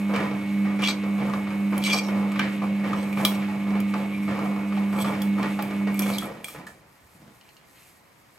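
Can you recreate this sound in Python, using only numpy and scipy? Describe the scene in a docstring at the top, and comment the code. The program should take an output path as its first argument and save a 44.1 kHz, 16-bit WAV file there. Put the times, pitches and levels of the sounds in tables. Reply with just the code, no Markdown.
"""Front-loading washer coming to a stop

A phone's two microphones, one step from the door, in a quiet room. The motor buzzes at twice the
mains rate while wet laundry falls and slaps inside the steel drum. Cloth brushes the glass door;
buttons and zips tap and scrape it. After about six seconds the drum coasts to rest, the tub rocks
on its springs, the machine ticks as it settles, and the still air of the room remains."""
import sys
import numpy as np
from scipy import signal
from scipy.fft import rfft, irfft
from scipy.io import wavfile
from scipy.ndimage import uniform_filter1d

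SR = 44100
rng = np.random.default_rng(int(sys.argv[2]) if len(sys.argv) > 2 else 0)


def materialize(psi):
    """Save the field psi as 16-bit PCM at rate SR to the path in sys.argv[1].

    A 1-D psi becomes a single channel; in a 2-D psi each row is a channel.
    """
    bounded = np.clip(np.atleast_2d(psi).T, -1, 1)
    quanta = np.round(bounded * 32767).astype(np.int16)
    wavfile.write(sys.argv[1], SR, quanta)


N = 369558
TIME = np.arange(N) / SR
GRID = TIME[::64]  # time steps of slow controls


def undb(db):
    """Decibels to gain."""
    return 10 ** (np.asarray(db) / 20)


def unit(x):
    """Scale to rms 1."""
    return x / np.sqrt(np.mean(x ** 2))


def gain_of(db):
    """Slow level control to gain at every sample."""
    return np.interp(TIME, GRID, undb(db))


def power_sum(*db):
    """Joint level of unrelated sounds."""
    return 10 * np.log10(sum(10 ** (np.asarray(d) / 10) for d in db))


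def colour(x, points):
    """Shape a sound by (frequency [Hz], level [dB]) points; rms 1."""
    hz, db = np.transpose(points)
    bins = np.arange(N // 2 + 1) * SR / N + 1
    return unit(irfft(rfft(x) * undb(np.interp(np.log(bins), np.log(hz), db)), N))


def ring(x, hz, width_hz):
    """One resonance, gain 1 at its centre."""
    return signal.lfilter(*signal.iirpeak(hz, hz / width_hz, SR), x)


def walk(rate):
    """Slow control: random levels held 1 / rate seconds and smoothed twice; rms 1."""
    n = len(GRID)
    hold = int(n * SR / N / rate)
    steps = np.repeat(rng.standard_normal(n // hold + 1), hold)
    return unit(uniform_filter1d(uniform_filter1d(steps, hold), hold)[:n])


def grains(rate, spread_db):
    """Dense clicks of uneven size; rms 1."""
    clicks = (rng.random(N) < rate / SR) * undb(spread_db * rng.exponential(1, N))
    return unit(clicks * rng.standard_normal(N))


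def add(track, s, burst, db):
    """Place a burst at time s with the given peak."""
    i = int(s * SR)
    track[i:i + len(burst)] += (burst * undb(db) / np.abs(burst).max())[:N - i]


def swells(rows):
    """Level of overlapping events (time [s], level [dB], rise [s], t60 [s])."""
    s, db, rise_s, t60_s = np.transpose(list(rows))[:, :, None]
    age = np.maximum(GRID - s, 1e-9)
    return power_sum(*(db - 60 * age / t60_s + 20 * np.log10(-np.expm1(-age / rise_s))))


def turning(run_db, still_db, coast_s=6.21, fall_db_per_s=33):
    """Level of a sound that lasts while the drum turns and sinks as it coasts."""
    return power_sum(run_db - fall_db_per_s * np.maximum(GRID - coast_s, 0), still_db)


# Room tone at the phone: (frequency [Hz], relative level [dB])
ROOM_TONE = [(15, -41), (25, -8), (123, 2.5), (439, -6.5), (1020, -4.5), (1700, -12), (2110, -8.5),
             (2990, -18), (6560, -22.5), (12500, -45), (16000, -32)]


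def room_tone(level_db=-60):
    """Still air all around, partly unlike at the two microphones."""
    mid, side = (colour(rng.standard_normal(N), ROOM_TONE) for _ in range(2))
    width = 0.88 * ring(side, 1500, 9000) * np.array([[1], [-1]])
    return gain_of(level_db + .8 * walk(3)) * (mid + width)


# Motor buzz from a step away: (harmonic [number], relative level [dB])
HARMONICS = [(1, -24.0), (2, 0.0), (3, -14.6), (4, -28.6), (6, -32.4), (7, -37.9), (9, -38.1), (11, -31.6),
             (12, -30.4), (15, -38.8), (17, -41.9), (19, -41.0), (20, -34.0), (21, -36.7), (22, -22.0),
             (23, -30.9), (24, -38.5), (25, -31.9), (26, -38.3), (27, -34.8), (28, -40.8), (29, -39.5),
             (30, -42.7), (31, -46.3), (35, -45.2), (36, -51.5), (37, -50.9), (38, -50.7), (39, -49.4),
             (40, -44.7)]
# Load swinging as the heap is lifted: (rate [swings per turn], depth [dB], crest time [s])
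LOAD_SWINGS = [(1, .7, .723), (2, 2.0, .14), (4, .8, .075)]
# Slow rise and fall of the motor hum: (time [s], hum level [dB])
HUM_LEVEL = [(.1, -25), (.4, -25), (.64, -24), (.95, -25.5), (1.17, -25), (1.7, -25.5), (2.2, -24),
             (2.75, -26.5), (3.0, -24.5), (3.25, -25.5), (3.75, -24.5), (4.3, -27), (4.5, -24),
             (4.85, -25.5), (5.3, -23), (5.6, -27), (5.85, -26), (6.05, -23.5), (6.25, -27)]
# Brief dips in the hum, mostly as a heap lands: (time [s], depth [dB], half length [s])
HUM_DIPS = [(0.208, 6, .02), (.285, 4.5, 0.023), (.43, 2.5, .04), (0.738, 1.5, .04), (.93, 2.5, .04),
            (1.803, 1.5, .03), (1.995, 1.5, .03), (2.903, 3, .03), (4.09, 0, 0.036), (4.39, 3, 0.046),
            (4.63, 1, .04), (5.145, 5, .03), (5.453, 5, .03), (5.714, 2, 0.028), (5.95, 2.5, .03)]


def motor(buzz_hz=100.24, turn_s=1.046, stop_s=6.24, stop_width_s=0.042):
    """Magnetic pull twice a mains cycle; the cabinet hums with load, the whine follows it less."""
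    load_db = sum(db * np.cos(2 * np.pi * k * (GRID - s) / turn_s) for k, db, s in LOAD_SWINGS)
    hum_db = load_db + np.interp(GRID, *np.transpose(HUM_LEVEL))
    hum_db -= sum(db * np.exp(-((GRID - s) / half_s) ** 2) for s, db, half_s in HUM_DIPS)
    running = 1 / (1 + np.exp((TIME - stop_s) / stop_width_s))
    buzz = 0
    for k, db in HARMONICS:
        swing_db = hum_db if k == 2 else -25.4 + .15 * load_db + 1.2 * walk(5)
        buzz += gain_of(db + swing_db) * np.sin(2 * np.pi * (k * buzz_hz * TIME + rng.random()))
    return np.sqrt(2) * buzz * running


# Rumble of the steel drum, heard from outside: (frequency [Hz], relative level [dB])
DRUM_SPECTRUM = [(190, -42), (320, -1.5), (352, -7), (1020, -7.5), (1190, -6), (1380, -13), (1690, -21),
                 (2070, -22.5), (2260, -12.5), (3200, -39), (4160, -52), (7040, -120)]
# Cabinet resonances: (frequency [Hz], width [Hz], relative level [dB])
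CABINET_MODES = [(62, 25, -31), (98, 20, -18), (139, 40, 2), (201, 52, -2), (249, 53, -5)]
# Heaps landing behind the door:
# (time [s], thud peak [dB], pitch [Hz], rumble [dB], nominal t60 [s], slap [dB])
LANDINGS = [(0.094, -30.5, 456, -36, 0.43, -46), (0.137, -19, 470, -27, 0.54, -32),
            (0.202, -22, 476, -35, 0.77, -43), (0.31, -30, 476, -38, 0.45, -55),
            (0.652, -34, 804, -36.5, 0.58, -43), (0.793, -25, 370, -37.5, 0.36, -35),
            (0.827, -22, 1184, -41, .4, -49), (0.884, -24, 1215, -35, 0.54, -50),
            (1.035, -28.5, 482, -38, .6, -58), (1.183, -39, 506, -31.5, 1, -42.5),
            (1.335, -21, 1157, -34, 0.35, -55), (1.47, -29, 1150, -42, .5, -47),
            (1.511, -33.5, 930, -41.5, 0.63, -48), (1.723, -26, 350, -31, 0.52, -41),
            (1.877, -27, 1106, -37.5, .5, -40), (1.933, -20.5, 1200, -31.5, 0.62, -55),
            (2.084, -25, 353, -35, 0.88, -43), (2.15, -30, 490, -32.5, 0.58, -58),
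            (2.32, -33, 1240, -42, 0.43, -42), (2.359, -24, 1166, -38, .4, -42),
            (2.392, -17.5, 1560, -31.5, 0.5, -28), (2.62, -29, 1156, -35, .6, -53),
            (2.795, -30, 595, -39, .4, -50), (2.84, -36, 789, -33, 0.84, -38),
            (2.93, -23.5, 1270, -35, 0.41, -46), (3.029, -29, 503, -41, .6, -54),
            (3.172, -29, 554, -27.5, 0.57, -38), (3.249, -26, 1210, -42, 0.37, -55),
            (3.317, -25.5, 357, -40, 0.71, -52), (3.423, -39, 433, -47, 0.36, -37.5),
            (3.484, -31, 846, -40, 0.64, -46), (3.67, -39, 498, -38, 0.44, -55),
            (3.705, -28, 353, -38.5, .4, -55), (3.753, -25, 456, -35.5, 0.38, -44),
            (3.938, -22, 1220, -30, 0.44, -43), (4.28, -32, 1270, -32, 0.69, -38),
            (4.351, -32, 528, -35, .6, -54), (4.39, -29, 471, -36.5, .6, -54),
            (4.455, -27, 730, -37, 0.63, -56), (4.562, -30, 1110, -37, 0.6, -58),
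            (4.723, -27, 1146, -39, .4, -52), (4.773, -24, 783, -33, 0.41, -53),
            (4.832, -32, 470, -46, .4, -58), (4.928, -25, 394, -33, 0.48, -54),
            (4.981, -34, 544, -35.5, 0.7, -53), (5.045, -21, 1150, -29, 0.62, -46),
            (5.12, -32, 500, -34, 0.57, -39), (5.382, -32, 1250, -35, 0.59, -43),
            (5.43, -33, 595, -32.5, 0.38, -34.5), (5.59, -21, 827, -34, 0.61, -43),
            (5.708, -27.5, 400, -42, 0.69, -51), (5.871, -23, 410, -31, 0.29, -41),
            (5.996, -26, 353, -35.5, 0.58, -46), (6.059, -25, 498, -33, 0.6, -52),
            (6.222, -27, 1294, -34.5, 0.66, -47), (6.371, -36, 450, -52, 0.33, -65),
            (6.548, -31, 450, -44.5, 0.64, -50), (6.669, -32.5, 1755, -56, 0.53, -56)]


def tumbling(lead_s=.004):
    """Wet cloth drags in the drum and shakes the cabinet, swelling at each landing."""
    rumble = colour(grains(5000, 1.6), DRUM_SPECTRUM) * gain_of(2 * walk(35))
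    slap = unit(ring(ring(grains(5000, 1.4), 1730, 1180), 1980, 1400))
    boom = unit(sum(undb(db) * ring(rng.standard_normal(N), hz, w) for hz, w, db in CABINET_MODES))
    boom *= gain_of(1.5 * walk(8))
    thump = unit(ring(ring(grains(3000, 1.5), 495, 330), 450, 590))
    s, _, _, rumble_db, t60_s, slap_db = np.transpose(LANDINGS)
    onsets = s - lead_s  # loose cloth lands before the heap

    def envelope(db, drag_db, rise_s, stretch):
        landings_db = swells(zip(onsets, db, np.full_like(s, rise_s), stretch * t60_s))
        return gain_of(power_sum(landings_db, drag_db))

    # the lows come late
    return (rumble * envelope(rumble_db, turning(-48, -70.5), rise_s=.005, stretch=.95)
            + boom * envelope(rumble_db - 1, turning(-44, -72), rise_s=.019, stretch=.95)
            + slap * envelope(slap_db, turning(-54, -69.5), rise_s=.006, stretch=.84)
            + thump * envelope(rumble_db - 3, turning(-51, -75.5), rise_s=.022, stretch=1.24))


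def thuds(rise_s=0.00061, t60_s=0.046, splat_db=5.5):
    """Each landing heap splats and rings the drum shell; wet cloth blurs the pitch."""
    out, t = np.zeros(N), TIME[:SR // 8]
    fade = (1 - np.exp(-t / rise_s)) * np.exp(-t * np.log(1000) / t60_s)
    for s, db, hz, *_ in LANDINGS:
        push = rng.standard_normal(len(t))
        blur = 0.17 * np.cumsum(push) * np.sqrt(hz / SR)
        shell = np.sin(2 * np.pi * hz * t + blur)
        splat = undb(splat_db) * ring(ring(push, 1020, 1390), 1200, 2000)
        add(out, s, fade * (shell + splat), db)
    return out


# Cloth on the glass: (frequency [Hz], relative level [dB])
BRUSH_SPECTRUM = [(1410, -12), (2400, -1.5), (3000, -6.5), (3260, -8.5), (4050, -12.5), (4910, -26.5),
                  (8000, -22.5), (10400, -39), (17600, -120)]
# Water spray: (frequency [Hz], relative level [dB])
SPRAY_SPECTRUM = [(1760, -18), (3000, -32), (4080, -3.5), (5070, -7.5), (5520, -6), (7940, -2),
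                  (10700, -4.5), (12200, -1), (13900, -6.5), (16000, -26)]
# Wet cloth passing the door: (loudest time [s], half length [s], brush [dB], spray [dB])
CLOTH_PASSES = [(.25, 0.25, -52, -64), (.95, .1, -48, -65), (1.903, .17, -54, -53), (2.5, .2, -49, -65),
                (3.253, .08, -48, -51), (3.353, 0.07, -45, -53), (3.97, 0.092, -50, -63),
                (4.76, 0.092, -60, -64), (5.15, 0.23, -55, -55), (5.577, 0.16, -51, -59),
                (6.104, 0.077, -58, -44.5), (6.52, 0.054, -55, -53.5), (7.502, 0.25, -69, -70),
                (7.84, 0.11, -64.5, -57.5)]


def swish(end_drop_db=6):
    """Wet cloth brushes the door and water sprays off it."""
    s, half_s, brush_peak_db, spray_peak_db = np.transpose(CLOTH_PASSES)[:, :, None]
    away_db = end_drop_db * ((GRID - s) / half_s) ** 2
    brush_db = power_sum(turning(-54, -75.5), *(brush_peak_db - away_db))
    spray_db = power_sum(turning(-60.5, -67), *(spray_peak_db - away_db))
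    brush = colour(grains(9000, 1.4), BRUSH_SPECTRUM) * gain_of(brush_db + 2.3 * walk(30))
    spray = colour(grains(12000, 0.57), SPRAY_SPECTRUM) * gain_of(spray_db + 1.8 * walk(25))
    return brush + spray


def contact_db(hz, middle_hz, top_hz):
    """The place of contact favours one region of the door's middle modes and one of its top modes."""
    middle = np.exp(-(np.log(hz / middle_hz) / 0.15) ** 2)
    top = np.exp(-(np.log(hz / top_hz) / 0.064) ** 2)
    return 9 * (middle + top)


BAND_EDGES_HZ = 1800, 2700, 7500  # part the door modes into body, ping, middle and top
# Modes of the glass door: (frequency [Hz], nominal width [Hz], nominal level [dB])
DOOR_MODES = [(1225, 48, -13), (2360, 26, 0.5), (2980, 130, -10.5), (3330, 76, -5.5), (3980, 250, -6.5),
              (4570, 99, -12), (5010, 94, -18), (5470, 86, -6.5), (6000, 120, -10.5), (6940, 88, -13),
              (7300, 80, -24), (7990, 41, -13), (8500, 120, -17.5), (9330, 120, -23), (10250, 100, -27),
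              (11300, 54, -17), (12100, 41, -18), (12730, 56, -22), (13500, 100, -20)]
# Buttons striking the door, a step from the phone: (time [s], peak [dB], body [dB], ping [dB],
# top and crack [dB], wet tail [dB], favoured middle [Hz], favoured top [Hz])
BUTTON_TAPS = [(0.162, -19, -1, 1.5, -18, -18, 2890, 8350), (0.7914, -30, 5, 10.5, -8, -20, 2890, 8240),
               (0.8215, -21, -11, 1, -12, -20, 2940, 8330), (0.85, -19, -17, -12, -29, -20, 3350, 7850),
               (1.182, -31, 15, -1, -16, -20, 3010, 8890), (1.2981, -25, 13, -11, -23, -20, 2910, 7850),
               (1.506, -30, 4, -2, -18, -20, 3010, 7710), (1.779, -21, -10, -3, -5.5, -22, 3330, 11200),
               (1.8257, -31, -23, -12, -17, -20, 3290, 8510), (1.839, -17.5, -24, -8, -14, -20, 3310, 8050),
               (1.8695, -19, -17, 2, -22, -20, 3300, 7870), (1.9325, -17, -21, -8, -19, -20, 3310, 8280),
               (2.319, -28.5, -9, -12, -13, -18, 2900, 8170), (2.358, -28, 12, 9, -16, -20, 2920, 8190),
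               (2.395, -12, -4, -5, -24, -20, 2900, 7970), (2.9332, -20.5, 6, 4, -16, -20, 3400, 8910),
               (3.1283, -27, -1, 3.5, -7, -20, 3320, 11300), (3.173, -22, 15, 15, -20, -20, 3040, 7610),
               (3.2508, -3.5, -16, -13, -11.5, -10.5, 3550, 12200),
               (3.4193, -29.5, -8, 17, -17, -20, 2980, 7980),
               (3.8027, -24.5, -15, -13, -6.5, -18, 2850, 13100),
               (4.391, -24, 23, 12, -17, -20, 3110, 8310), (4.767, -29, 9, -4, -14, -20, 2910, 11200),
               (4.988, -26, -4, -4, -7, -20, 3350, 12100), (5.219, -20, -11, -24, -9.5, -7, 3400, 12400),
               (5.4296, -22.5, -9, -4, -19, -20, 2970, 7850), (5.6237, -21, -8, -2, -1.5, -13, 3360, 13400),
               (5.9443, -28, -5, 3, 0, -20, 2850, 12500), (5.993, -12.5, -24, -8, 0, -16, 6200, 11300),
               (6.0212, -18, -5, -1, -8, -20, 6140, 12600), (6.184, -15, -26, -23, -6, -20, 3320, 7850),
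               (6.4443, -16, -24, 0, -4.5, -9.5, 3330, 8600), (6.4839, -24.5, -7, -4, -4, -13, 2850, 12500),
               (6.6672, -39, -7, -15, 0, 1, 4240, 7500)]


def taps(damping_t60_s=.042):
    """Each blow rings all door modes at once, with a short crack and a wet, hissing tail."""
    out, t = np.zeros(N), TIME[:SR // 6]
    hz, width, mode_db = np.transpose(DOOR_MODES)[:, :, None]
    band = np.searchsorted(BAND_EDGES_HZ, hz)
    fade = np.exp(-t * (np.log(1000) / damping_t60_s + width))  # wider modes die sooner
    for s, db, body_db, ping_db, edge_db, tail_db, middle_hz, top_hz in BUTTON_TAPS:
        detune, scatter, phase = rng.standard_normal((3, len(hz), 1))
        band_db = np.choose(band, [body_db, ping_db, 0.55 * mode_db - 13.5, edge_db - 12.5])
        gains = undb(band_db + contact_db(hz, middle_hz, top_hz) + 3.4 * scatter)
        modes = fade * np.sin(2 * np.pi * hz * (1 + 0.0096 * detune) * t + phase)
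        hiss = ring(rng.standard_normal(len(t)), top_hz, 5500)
        crack = hiss * (undb(-3.5) * np.exp(-t / 0.0024) + undb(tail_db) * np.exp(-t / 0.043))
        add(out, s, (gains * modes).sum(0) + undb(edge_db) * crack, db)
    return out


# Hard trim dragged across the glass: (start [s], end [s], level [dB], ping [dB], top [dB],
# favoured middle from [Hz], to [Hz], favoured top [Hz])
TRIM_SCRAPES = [(0.84, 0.879, -29, -0.5, -15.5, 2980, 3400, 8400),
                (0.883, 0.908, -32, -4, -9.5, 4360, 4400, 7950),
                (1.854, 1.92, -31.5, 2, -11.5, 3350, 3370, 8600),
                (1.931, 1.984, -28.5, -3, -12, 4760, 5150, 8200),
                (2.02, 2.07, -47, -6, -16, 4940, 4900, 8500),
                (2.96, 3.043, -53.5, -7, -3.5, 2850, 3100, 8250),
                (3.054, 3.13, -58, 5, 0.5, 2750, 3100, 12300), (3.27, 3.36, -50, -4, -6, 4000, 4600, 8000),
                (4.11, 4.293, -62.5, 8.5, 2, 2780, 2850, 11500),
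                (4.68, 4.79, -60.5, 0, -2, 2810, 2910, 11000), (4.932, 4.98, -53.5, 6, 5, 2900, 3100, 9900),
                (5.003, 5.023, -43, -6, 3, 3300, 3300, 11600),
                (5.06, 5.087, -49.5, -2, -1, 3000, 3100, 10800),
                (5.952, 5.977, -54, 6, 4.5, 2900, 3000, 11900),
                (6.03, 6.153, -48, 6, 0.5, 3000, 3900, 10900), (6.2, 6.27, -56, 5, 7, 3900, 3020, 11500),
                (6.46, 6.52, -57, 0, 8, 4000, 3000, 12000)]


def scrapes(grip_db_per_s=600, release_db_per_s=519):
    """Stick-slip grains move among the glass modes while trim drags over the door."""
    rows = np.transpose(TRIM_SCRAPES)
    starts, ends = rows[:2]
    nearest = np.searchsorted((ends[:-1] + starts[1:]) / 2, GRID)
    start, end, level_db, ping_db, top_db, from_hz, to_hz, top_hz = rows[:, nearest]
    level_db -= grip_db_per_s * np.maximum(start - GRID, 0)
    level_db -= release_db_per_s * np.maximum(GRID - end, 0)
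    middle_hz = from_hz + (to_hz - from_hz) * np.clip((GRID - start) / (end - start), 0, 1)
    slip = grains(4500, 1.9)
    bands = [0, 0, 0.2 * unit(ring(slip, 4500, 3500)), 0.31 * colour(slip, SPRAY_SPECTRUM)]
    for hz, width, db in DOOR_MODES:
        mode = unit(ring(ring(slip, hz, 3.6 * width), hz, 8 * width))
        gain = gain_of(db + contact_db(hz, middle_hz, top_hz) + 3.2 * walk(25))
        bands[np.searchsorted(BAND_EDGES_HZ, hz)] += gain * mode
    body, ping, middle, top = map(unit, bands)
    mix = undb(-14.5) * body + gain_of(ping_db) * ping + middle + gain_of(top_db) * top
    return gain_of(level_db + 2.3 * walk(70)) * mix


# Knocks of the tub as the drum stops: (time [s], level [dB], rise [s], t60 [s])
TUB_KNOCKS = [(6.2, -34, 0.0046, 0.72), (6.548, -34, .008, .3), (6.63, -49, .01, 0.67),
              (7.14, -52, .01, .3), (7.2, -43, .015, .5), (7.265, -42, .01, .25), (7.58, -60, .02, .6),
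              (7.69, -62, .01, .3)]


def rocking(sway_db=-60, fall_db_per_s=6):
    """The tub rocks on its springs: low knocks through the cabinet over a fading sway."""
    start_s = TUB_KNOCKS[0][0]
    sway = unit(ring(ring(rng.standard_normal(N), 77, 60), 76, 90))
    sway *= gain_of(sway_db - fall_db_per_s * (GRID - start_s) + 2.5 * walk(14))
    jolts = grains(900, 1.2)
    knocks = unit(ring(jolts, 148, 40) + ring(jolts, 179, 40) + 0.32 * ring(jolts, 230, 60))
    return knocks * gain_of(swells(TUB_KNOCKS)) + sway * (TIME > start_s)


# Ticks, faint at this distance: (time [s], peak [dB], pitch [Hz])
SETTLING_TICKS = [(7.4113, -43, 4170), (7.4893, -43, 4200), (7.5672, -42, 4200)]


def ticks(decay_s=.003):
    """The settling machine ticks: each short burst rings two high resonances."""
    out, t = np.zeros(N), TIME[:SR // 8]
    for s, db, hz in SETTLING_TICKS:
        burst = rng.standard_normal(len(t)) * np.exp(-t / decay_s)
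        add(out, s, ring(burst, hz, 300) + 0.6 * ring(burst, 2900, 500), db)
    return out


def room(x, left_db, wet_db, t60_s=.18):
    """Direct sound leaning to one side, plus unlike echoes at each microphone, thin in the bass."""
    t = TIME[:int(t60_s * SR)]
    tails = rng.standard_normal((2, len(t))) * np.exp(-t * np.log(1000) / t60_s) * (t > .0015)
    tails = signal.lfilter(*signal.butter(1, (600, 14000), "band", fs=SR), tails)
    tails /= np.sqrt((tails ** 2).sum(1, keepdims=True))
    wet = signal.fftconvolve(x[None], tails, axes=1)[:, :N]
    return (x + undb(wet_db) * wet) * undb([[left_db / 2], [-left_db / 2]])


def scene():
    """The washer a step away, slightly right of centre, in a room with a short echo."""
    hum = room(motor(), left_db=-2.1, wet_db=-20)
    wet_cloth = room(swish(), left_db=-.4, wet_db=-20)
    drum = room(tumbling() + thuds() + ticks() + rocking(), left_db=-0.9, wet_db=-5)
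    door = room(scrapes() + taps(), left_db=-0.56, wet_db=-8.5)
    return hum + wet_cloth + drum + door + room_tone()


# Phase between the phone's microphone ports: (frequency [Hz], lead of the left [rad])
PORT_PHASE = [(0, 0), (1290, .46), (1980, .47), (2240, -1.2), (2670, .86), (3270, -1.33), (4050, -1.),
              (4390, .4), (4820, -2.), (5600, 0), (6120, 1.1), (6370, -.2), (6900, 0), (16100, 0)]


def record(dry):
    """The phone's body shifts the phase between its ports; deep bass and the very top are cut."""
    bottom_hz, top_hz = 80, 16000
    hz, lead = np.transpose(PORT_PHASE)
    half_lead = np.interp(np.arange(N // 2 + 1) * SR / N, hz, lead) / 2
    ports = irfft(rfft(dry) * (1 + 1j * np.outer([1, -1], np.tan(half_lead))), N)
    ports = signal.lfilter(*signal.butter(1, bottom_hz, "high", fs=SR), ports)
    return signal.sosfilt(signal.ellip(10, .2, 90, top_hz, fs=SR, output="sos"), ports)


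dry = scene()
out = record(dry)
materialize(out)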